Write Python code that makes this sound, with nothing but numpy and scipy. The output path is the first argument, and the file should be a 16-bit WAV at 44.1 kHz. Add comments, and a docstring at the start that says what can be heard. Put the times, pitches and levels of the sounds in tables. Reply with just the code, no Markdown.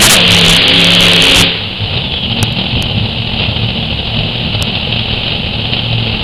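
"""Two blasts of exhaust, then the full-throttle roar of a pulling tractor's open-piped V8 engines,
heard from trackside on a small camera microphone that overloads. The throttle shuts, the blowers
whine down and three engines fall to a lumpy, barking idle, each firing a thud and a rasp in its pipe.
Unburnt fuel pops a few times. A wall returns the thuds; the grandstand answers from across the track."""
import sys
import numpy as np
from scipy import signal
from scipy.fft import rfft, irfft
from scipy.io import wavfile
from scipy.ndimage import uniform_filter1d, map_coordinates

SR = 44100
rng = np.random.default_rng(int(sys.argv[2]) if len(sys.argv) > 2 else 0)


def output_pcm(signal):
    """Save a mono or channel-first signal as 16-bit PCM at the path in sys.argv[1].

    Samples are clipped to [-1, 1] before scaling.
    """
    pcm = np.clip(np.atleast_2d(signal).T, -1, 1) * 32767
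    wavfile.write(sys.argv[1], SR, np.round(pcm).astype(np.int16))


N = 274743
TIME = np.arange(N) / SR
SHUT_S, RELEASE_S = 1.405, 0.13  # the throttle shuts; time constant of the roar's decay

# spectrum of the gas puffing from a pipe: frequency_hz, relative_db
RASP_SPECTRUM = [(150, -2.5), (330, -9), (490, -6.5), (630, -8), (840, -8), (1010, -15.5), (1800, -19),
                 (2330, -13), (2600, -3), (3020, 1), (3450, -5.5), (3900, -5.5), (4400, -13), (5100, -24),
                 (5550, -64), (7000, -120)]
# resonances of a pipe struck by one firing: frequency_hz, relative_db
PIPE_SPECTRUM = [(18, -34), (42, -7), (55, 8), (70, -1), (88, 9), (108, -2), (135, -2), (150, 2.5),
                 (190, 2), (243, -5), (285, -19.5), (490, -16.5), (800, -22), (2000, -61), (6000, -120)]


def full_throttle(cycle_hz):
    """Exhaust orders sound under a tearing roar that pulses with the firings and buffets the microphone."""
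    # blasts of exhaust: start_s, end_s, roar_rise_db
    blasts = [(0.017, 0.071, 7), (0.096, .146, 10.5)]
    # surges and lulls: peak_s, half_length_s, roar_rise_db, third_order_rise_db, buffet_rise_db
    surges = [(.048, 0.035, 3.5, 20.5, 19.5), (.085, 0.0092, -3, -12, -3), (.17, 0.025, 1.5, 7.5, 10),
              (.33, 0.052, 1.6, 14.5, 16), (.49, 0.063, 2, 8.5, 21), (.567, 0.0027, 4, 8, 7),
              (.696, .004, 3.5, 1, 10), (.78, .08, 1, 3, 12), (1.04, 0.13, 1.54, 7, 15.5),
              (1.27, 0.084, 2, 0, 15), (1.41, 0.065, 2.7, 15, 15)]
    # the booming fifth exhaust order: time_s, relative_db
    fifth_order = [(0, -12.5), (.1, -24), (.22, -17.5), (.52, -11), (.66, -28), (.8, -15), (1.21, -15),
                   (1.3, -40), (1.41, -13.5)]
    # upper exhaust orders: multiple_of_cycle_rate, relative_db
    upper_orders = [(6, -32.5), (7, -27.5), (8, -16.5), (11, -24), (13, -19), (15, -20.5), (16, -18),
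                    (17, -40), (19, -32), (24, -27.5)]
    # the exhaust jet under load: frequency_hz, relative_db
    roar_spectrum = [(30, -15.5), (130, -9.5), (350, -12.5), (540, -10.5), (800, -15.5), (1300, -15.5),
                     (1950, -12.5), (2500, -5), (3000, 0.5), (3350, -1), (3650, -5), (4150, -8),
                     (4900, -19.5), (5600, -55)]
    # buffeting at the microphone: frequency_hz, relative_db
    buffet_spectrum = [(8, -5.5), (20, 3), (40, 6), (70, 4), (130, -19.5), (400, -49.5), (1500, -100)]
    roar_db, third_db, buffet_db = swells(surges) + [[-9.5], [-27.5], [-36.5]]  # over their base levels
    fifth_db = curve(fifth_order)
    blast_db = sum(db * ((TIME > start) & (TIME < end)) for start, end, db in blasts)
    phase = 2 * np.pi * np.cumsum(cycle_hz) / SR

    def order(multiple, jitter):
        return np.sqrt(2) * np.sin(multiple * phase + 2 * np.pi * rng.random() + jitter * wobble(12))

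    low = amp(third_db) * order(3, jitter=0.9) + amp(fifth_db) * order(5, jitter=0.067)
    # the engines drift in and out of step, so each order swells and fades
    upper = sum(amp(db) * (1 + 0.62 * wobble(5.34)) * order(k, jitter=0.71) for k, db in upper_orders)
    tones = amp(0.51 * blast_db) * (low + amp(roar_db) * upper)
    pulses = firings(cycle_hz, drift=0.0014, scatter_db=4.0, far_bank=.6)
    gas = unit(puffs(pulses, life_s=0.0023)) + 0.96
    roar = amp(roar_db + blast_db + 1.64) * steady(hiss(roar_spectrum, gas), span_s=0.016)
    buffet = amp(buffet_db + blast_db) * hiss(buffet_spectrum)
    # orders and buffeting stop first when the throttle shuts
    return dying(SHUT_S, RELEASE_S) * roar + dying(SHUT_S, life_s=0.08) * (tones + buffet)


def firings(cycle_hz, drift, scatter_db, far_bank):
    """One V8 fires eight pulses a cycle, weaker from the bank facing away from the microphone."""
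    # firing order: 1 for the near bank, 0 for the far bank
    banks = [1, 0, 1, 1, 0, 1, 0, 0]
    cycles = np.cumsum(cycle_hz * (1 + drift * wobble(6))) / SR + rng.random()
    slot = np.floor(8 * cycles).astype(int)
    onsets = np.flatnonzero(np.diff(slot)) + 1
    strength = np.where(np.take(banks, slot[onsets], mode="wrap"), 1, far_bank)
    scatter = amp(scatter_db * rng.standard_normal(4096)[:len(onsets)].clip(-2, 2))
    return np.bincount(onsets, strength * scatter, N)


def idle(cycle_hz):
    """The engines lope out of step; every uneven firing is a thud in its pipe and a rasping puff."""
    # idling engines: speed_ratio, relative_db, pipe_tuning_ratio
    engines = [(1, -0.5, 1.031), (1.05, -2, 1.034), (.955, -4, 0.937)]
    # flares of harder firing: peak_s, thud_rise_db, rasp_rise_db
    flares = [(1.96, 1, 3), (2.42, -2.5, 2.5), (2.6, 3, 3), (2.77, 6.5, 1.5), (2.96, 4.5, 0.5),
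              (3.42, 3.5, 5), (4.18, 7, 4), (4.58, 0, 1), (4.97, 1, 0.5), (5.12, 2.5, 2.5), (5.28, 0, 2.5),
              (5.77, 0, 1), (5.938, 1.5, 2), (6.12, 4, 0.5)]
    catch_s, catch_rise_s = 1.78, .04  # the starved engines catch again
    flare_half_s, rasp_rise_db_per_s = 0.038, 0.3
    wall_delay_s, wall_gain = .0265, 0.45
    starved = 1 - np.clip((TIME - catch_s) / catch_rise_s, 0, 1)
    flare_thud_db, flare_rasp_db = swells([(s, flare_half_s, *rises) for s, *rises in flares])
    thud_db = -20 - 10 * starved + flare_thud_db + 1.27 * wobble(13)
    settling_db = rasp_rise_db_per_s * (TIME - catch_s)  # the rasp hardens as the idle settles
    rasp_db = -18.5 + settling_db - 1.5 * starved + flare_rasp_db + 0.6 * wobble(8.3)
    thud, all_pulses = 0, 0
    for speed_ratio, db, tuning in engines:
        strength = amp(db + 1.05 * wobble(6))
        pulses = strength * firings(cycle_hz * speed_ratio, drift=.055, scatter_db=3.5, far_bank=0.21)
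        pipe = [(hz * tuning, level) for hz, level in PIPE_SPECTRUM]
        mean_flow = uniform_filter1d(pulses, size=4410)
        thud = thud + coloured(mean_flow - pulses, pipe)
        all_pulses = all_pulses + pulses
    wall_echo = wall_gain * np.interp(TIME - wall_delay_s, TIME, thud)
    thud = steady(thud + wall_echo, span_s=0.0615)
    gas = unit(puffs(all_pulses, life_s=0.0047)) + 0.51
    rasp = steady(hiss(RASP_SPECTRUM, gas), span_s=0.1)
    return (1 - dying(SHUT_S, RELEASE_S)) * (amp(thud_db) * thud + amp(rasp_db) * rasp)


def chugs():
    """A few strong firings in a row make a pipe boom at its own pitch, swelling and fading quickly."""
    # booms of a pipe: start_s, length_s, level_db, pitch_hz
    booms = [(1.6, 0.085, -22.5, 101), (1.808, 0.058, -15, 104.2), (1.882, 0.072, -20, 98.2),
             (1.96, 0.05, -18.5, 129), (2.407, 0.044, -13.5, 108.9), (2.48, 0.031, -23, 111.6),
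             (2.726, 0.041, -15.5, 119), (2.939, 0.048, -18, 112.1), (3.017, 0.044, -16.5, 104),
             (3.183, 0.027, -16, 111), (3.47, 0.056, -19, 111.5), (3.61, 0.061, -14.5, 108.7),
             (3.777, 0.045, -17, 109.9), (3.913, 0.053, -16, 106.3), (4.216, 0.073, -16.5, 108),
             (4.534, 0.072, -19, 105.2), (5.533, 0.031, -20, 119.9), (5.621, 0.041, -17, 111),
             (5.901, 0.13, -18.5, 114.9)]
    tone = lambda hz: np.sqrt(2) * np.sin(2 * np.pi * (hz * TIME + rng.random()))
    return sum(amp(db) * bell(s + length / 2, 0.7 * length) * tone(hz) for s, length, db, hz in booms)


def barks():
    """Now and then a cylinder fires much harder: one thud and one puff of gas."""
    # hard single firings: start_s, relative_db
    hard_firings = [(1.9725, -4.5), (2.1389, -10.5), (2.3944, -12), (3.419, -15), (4.5486, -5),
                    (4.6849, -18), (4.752, -6.5), (4.9242, -5.5), (4.9927, -5.5), (5.1357, -8.5),
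                    (5.3187, -8), (5.6537, -10), (5.734, -4.5)]
    start_s, db = np.transpose(hard_firings)
    pulses = np.bincount(np.round(start_s * SR).astype(int), amp(db), N)
    gas = puffs(pulses, life_s=.003)
    rasp = gas.std() * hiss(RASP_SPECTRUM, gas)
    return amp(-1.5) * rasp - amp(16.5) * coloured(pulses, PIPE_SPECTRUM)


def pops():
    """Unburnt fuel goes off in a pipe: one swing of air with a bang and a crack on its crest."""
    # pops in the pipes: peak_s, push_db, bang_db, crack_db, half_length_s
    backfires = [(2.43, -2.5, -3.5, -2, 0.0012), (2.526, -9, -35, -25, 0.00054),
                 (2.825, -24, -18, -11.5, 0.0011), (4.625, -6, -12, -5.5, 0.00074)]
    # the dull part of a pop: frequency_hz, relative_db
    bang_spectrum = [(300, -33), (850, 0), (1900, -8), (2500, -7), (5000, -49)]
    # the bright part: frequency_hz, relative_db
    crack_spectrum = [(500, -11), (3000, 13), (12000, 9)]
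    push = lambda s: bell(s, 0.0054) * np.cos(2 * np.pi * 115 * (TIME - s))
    bang = steady(hiss(bang_spectrum), span_s=0.0015)
    crack = steady(hiss(crack_spectrum), span_s=0.00064)
    return sum(amp(push_db) * push(s) + bell(s, half_s) * (amp(bang_db) * bang + amp(crack_db) * crack)
               for s, push_db, bang_db, crack_db, half_s in backfires)


def blowers():
    """Fuzzy whines swell and sink in pitch as the rotors slow."""
    # blowers running down: peak_s, half_length_s, pitch_at_peak_hz, level_db
    whines = [(2.22, 0.2, 3180, -20), (2.82, 0.13, 3087, -21.5)]
    fuzz_hz, sink_per_s = 480, .56  # width of a whine; relative fall of its pitch
    fuzz = wobble(fuzz_hz) + 1j * wobble(fuzz_hz)
    sound = 0
    for peak_s, half_s, hz, db in whines:
        phase = 2 * np.pi * np.cumsum(hz * np.exp(-sink_per_s * (TIME - peak_s))) / SR
        sound = sound + amp(db) * bell(peak_s, half_s) * unit(np.real(fuzz * np.exp(1j * phase)))
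    return sound


def grandstand(x):
    """The stand across the track sends back a diffuse answer, the treble dying first."""
    # reverberation time of the stand: frequency_hz, t60_s
    decay_times = [(100, 0.67), (1000, 0.88), (5000, 0.2)]
    hz, t, noise = signal.stft(rng.standard_normal(SR // 2), SR, nperseg=256)
    decay = amp(-60 * t / along(decay_times, hz)[:, None])
    tail = signal.istft(noise * decay, SR, nperseg=256)[1]
    response = np.pad(tail / np.linalg.norm(tail), (int(.025 * SR), 0))  # arrives 25 ms late
    return signal.fftconvolve(x, response)[:N]


def amp(db):
    """Decibels to gain."""
    return 10 ** (np.asarray(db) / 20)


def unit(x):
    """Scale to rms 1."""
    return x / np.sqrt(np.mean(x ** 2) + 1e-20)


def running_rms(x, span_s):
    """Level averaged over a sliding span."""
    return np.sqrt(np.abs(uniform_filter1d(x ** 2, int(span_s * SR))) + 1e-9)


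def steady(x, span_s):
    """Hold the running rms at 1."""
    return x / running_rms(x, span_s)


def along(points, hz):
    """Read (frequency_hz, value) points on a log axis."""
    knot_hz, values = np.transpose(points)
    return np.interp(np.log(hz + 1), np.log(knot_hz + 1), values)


def curve(points):
    """Join (time_s, value) points, one value a sample."""
    return np.interp(TIME, *np.transpose(points))


def wobble(rate):
    """A smooth random curve, rate knots a second."""
    steps = np.arange(0, rate * N / SR + 1, 1 / 4)
    spline = map_coordinates(rng.standard_normal(4096), [steps + 2], mode="wrap")
    return np.interp(TIME * rate, steps, spline)


def bell(peak_s, half_s):
    """A smooth swell that peaks at 1."""
    return np.exp(-np.minimum(((TIME - peak_s) / half_s) ** 2, 60))


def swells(rows):
    """Sum of swells (peak_s, half_length_s, heights...): one curve for each height column."""
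    return sum(np.outer(heights, bell(s, half_s)) for s, half_s, *heights in rows)


def dying(start_s, life_s):
    """1 until the start, then an exponential decay."""
    return np.exp(-np.maximum(TIME - start_s, 0) / life_s)


def puffs(pulses, life_s):
    """Envelope of the gas let out by each pulse."""
    return np.sqrt(signal.lfilter([1], [1, -np.exp(-1 / (life_s * SR))], pulses ** 2))


def coloured(x, spectrum, size=8192):
    """Causal (minimum-phase) filter with the given spectrum."""
    gain = amp(along(spectrum, np.fft.rfftfreq(size, 1 / SR)))
    cepstrum = irfft(np.log(gain))
    cepstrum[1:size // 2] *= 2
    cepstrum[size // 2 + 1:] = 0
    return signal.oaconvolve(x, irfft(np.exp(rfft(cepstrum))))[:N]


def hiss(spectrum, gate=1):
    """Gated noise through a spectrum, rms 1."""
    return unit(coloured(gate * rng.standard_normal(N), spectrum))


def lowpass(x, edge_hz):
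    """Steep low-pass without delay."""
    return signal.oaconvolve(x, signal.firwin(201, edge_hz, fs=SR), "same")


def scene():
    """At trackside: the throttle shuts, the roar dies and the revs sink to idle."""
    # engine speed under load: time_s, four_stroke_cycle_hz
    loaded_speed = [(0, 40.7), (.13, 45.5), (.19, 34.6), (.33, 35.1), (.45, 33.4), (.8, 34.5), (1.0, 34.7),
                    (1.2, 34.1), (1.42, 34.2)]
    idle_hz, coast_start_s, run_down_s = 13.8, 1.55, .24
    cycle_hz = idle_hz + (curve(loaded_speed) - idle_hz) * dying(coast_start_s, run_down_s)
    tractor = full_throttle(cycle_hz) + idle(cycle_hz) + chugs() + barks() + blowers()
    return (tractor + amp(-15.5) * grandstand(tractor) + pops())[None]


def record(dry):
    """The camera's input squashes crests and breaks the highest into crackle; faint hiss, a band limit."""
    overload_db, hiss_db, top_hz = -5, -51.0, 12400
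    x = dry[0]
    overload = np.minimum(running_rms(x, span_s=.022) / amp(overload_db), 2)
    # heavy overload leaves sharp corners, light overload is rounded off a little sooner
    sharp = np.minimum(overload ** 6, 1)
    rail = .72 + .22 * np.minimum(overload, 1)
    excess = x - np.clip(x, -rail, rail)
    squashed = x - sharp * excess - (1 - sharp) * lowpass(excess, 4250)
    # above a ceiling that sags with the overload, some samples flip towards the other rail
    ceiling = .95 + .4 / overload ** 3
    flips = np.sign(x) * (np.abs(x) > ceiling) * (rng.random(N) < .38)
    crackle = -2.05 * signal.lfilter([.7], [1, -.3], flips)
    return lowpass(squashed + crackle + amp(hiss_db) * rng.standard_normal(N), top_hz)[None]


dry = scene()
out = record(dry)
output_pcm(out)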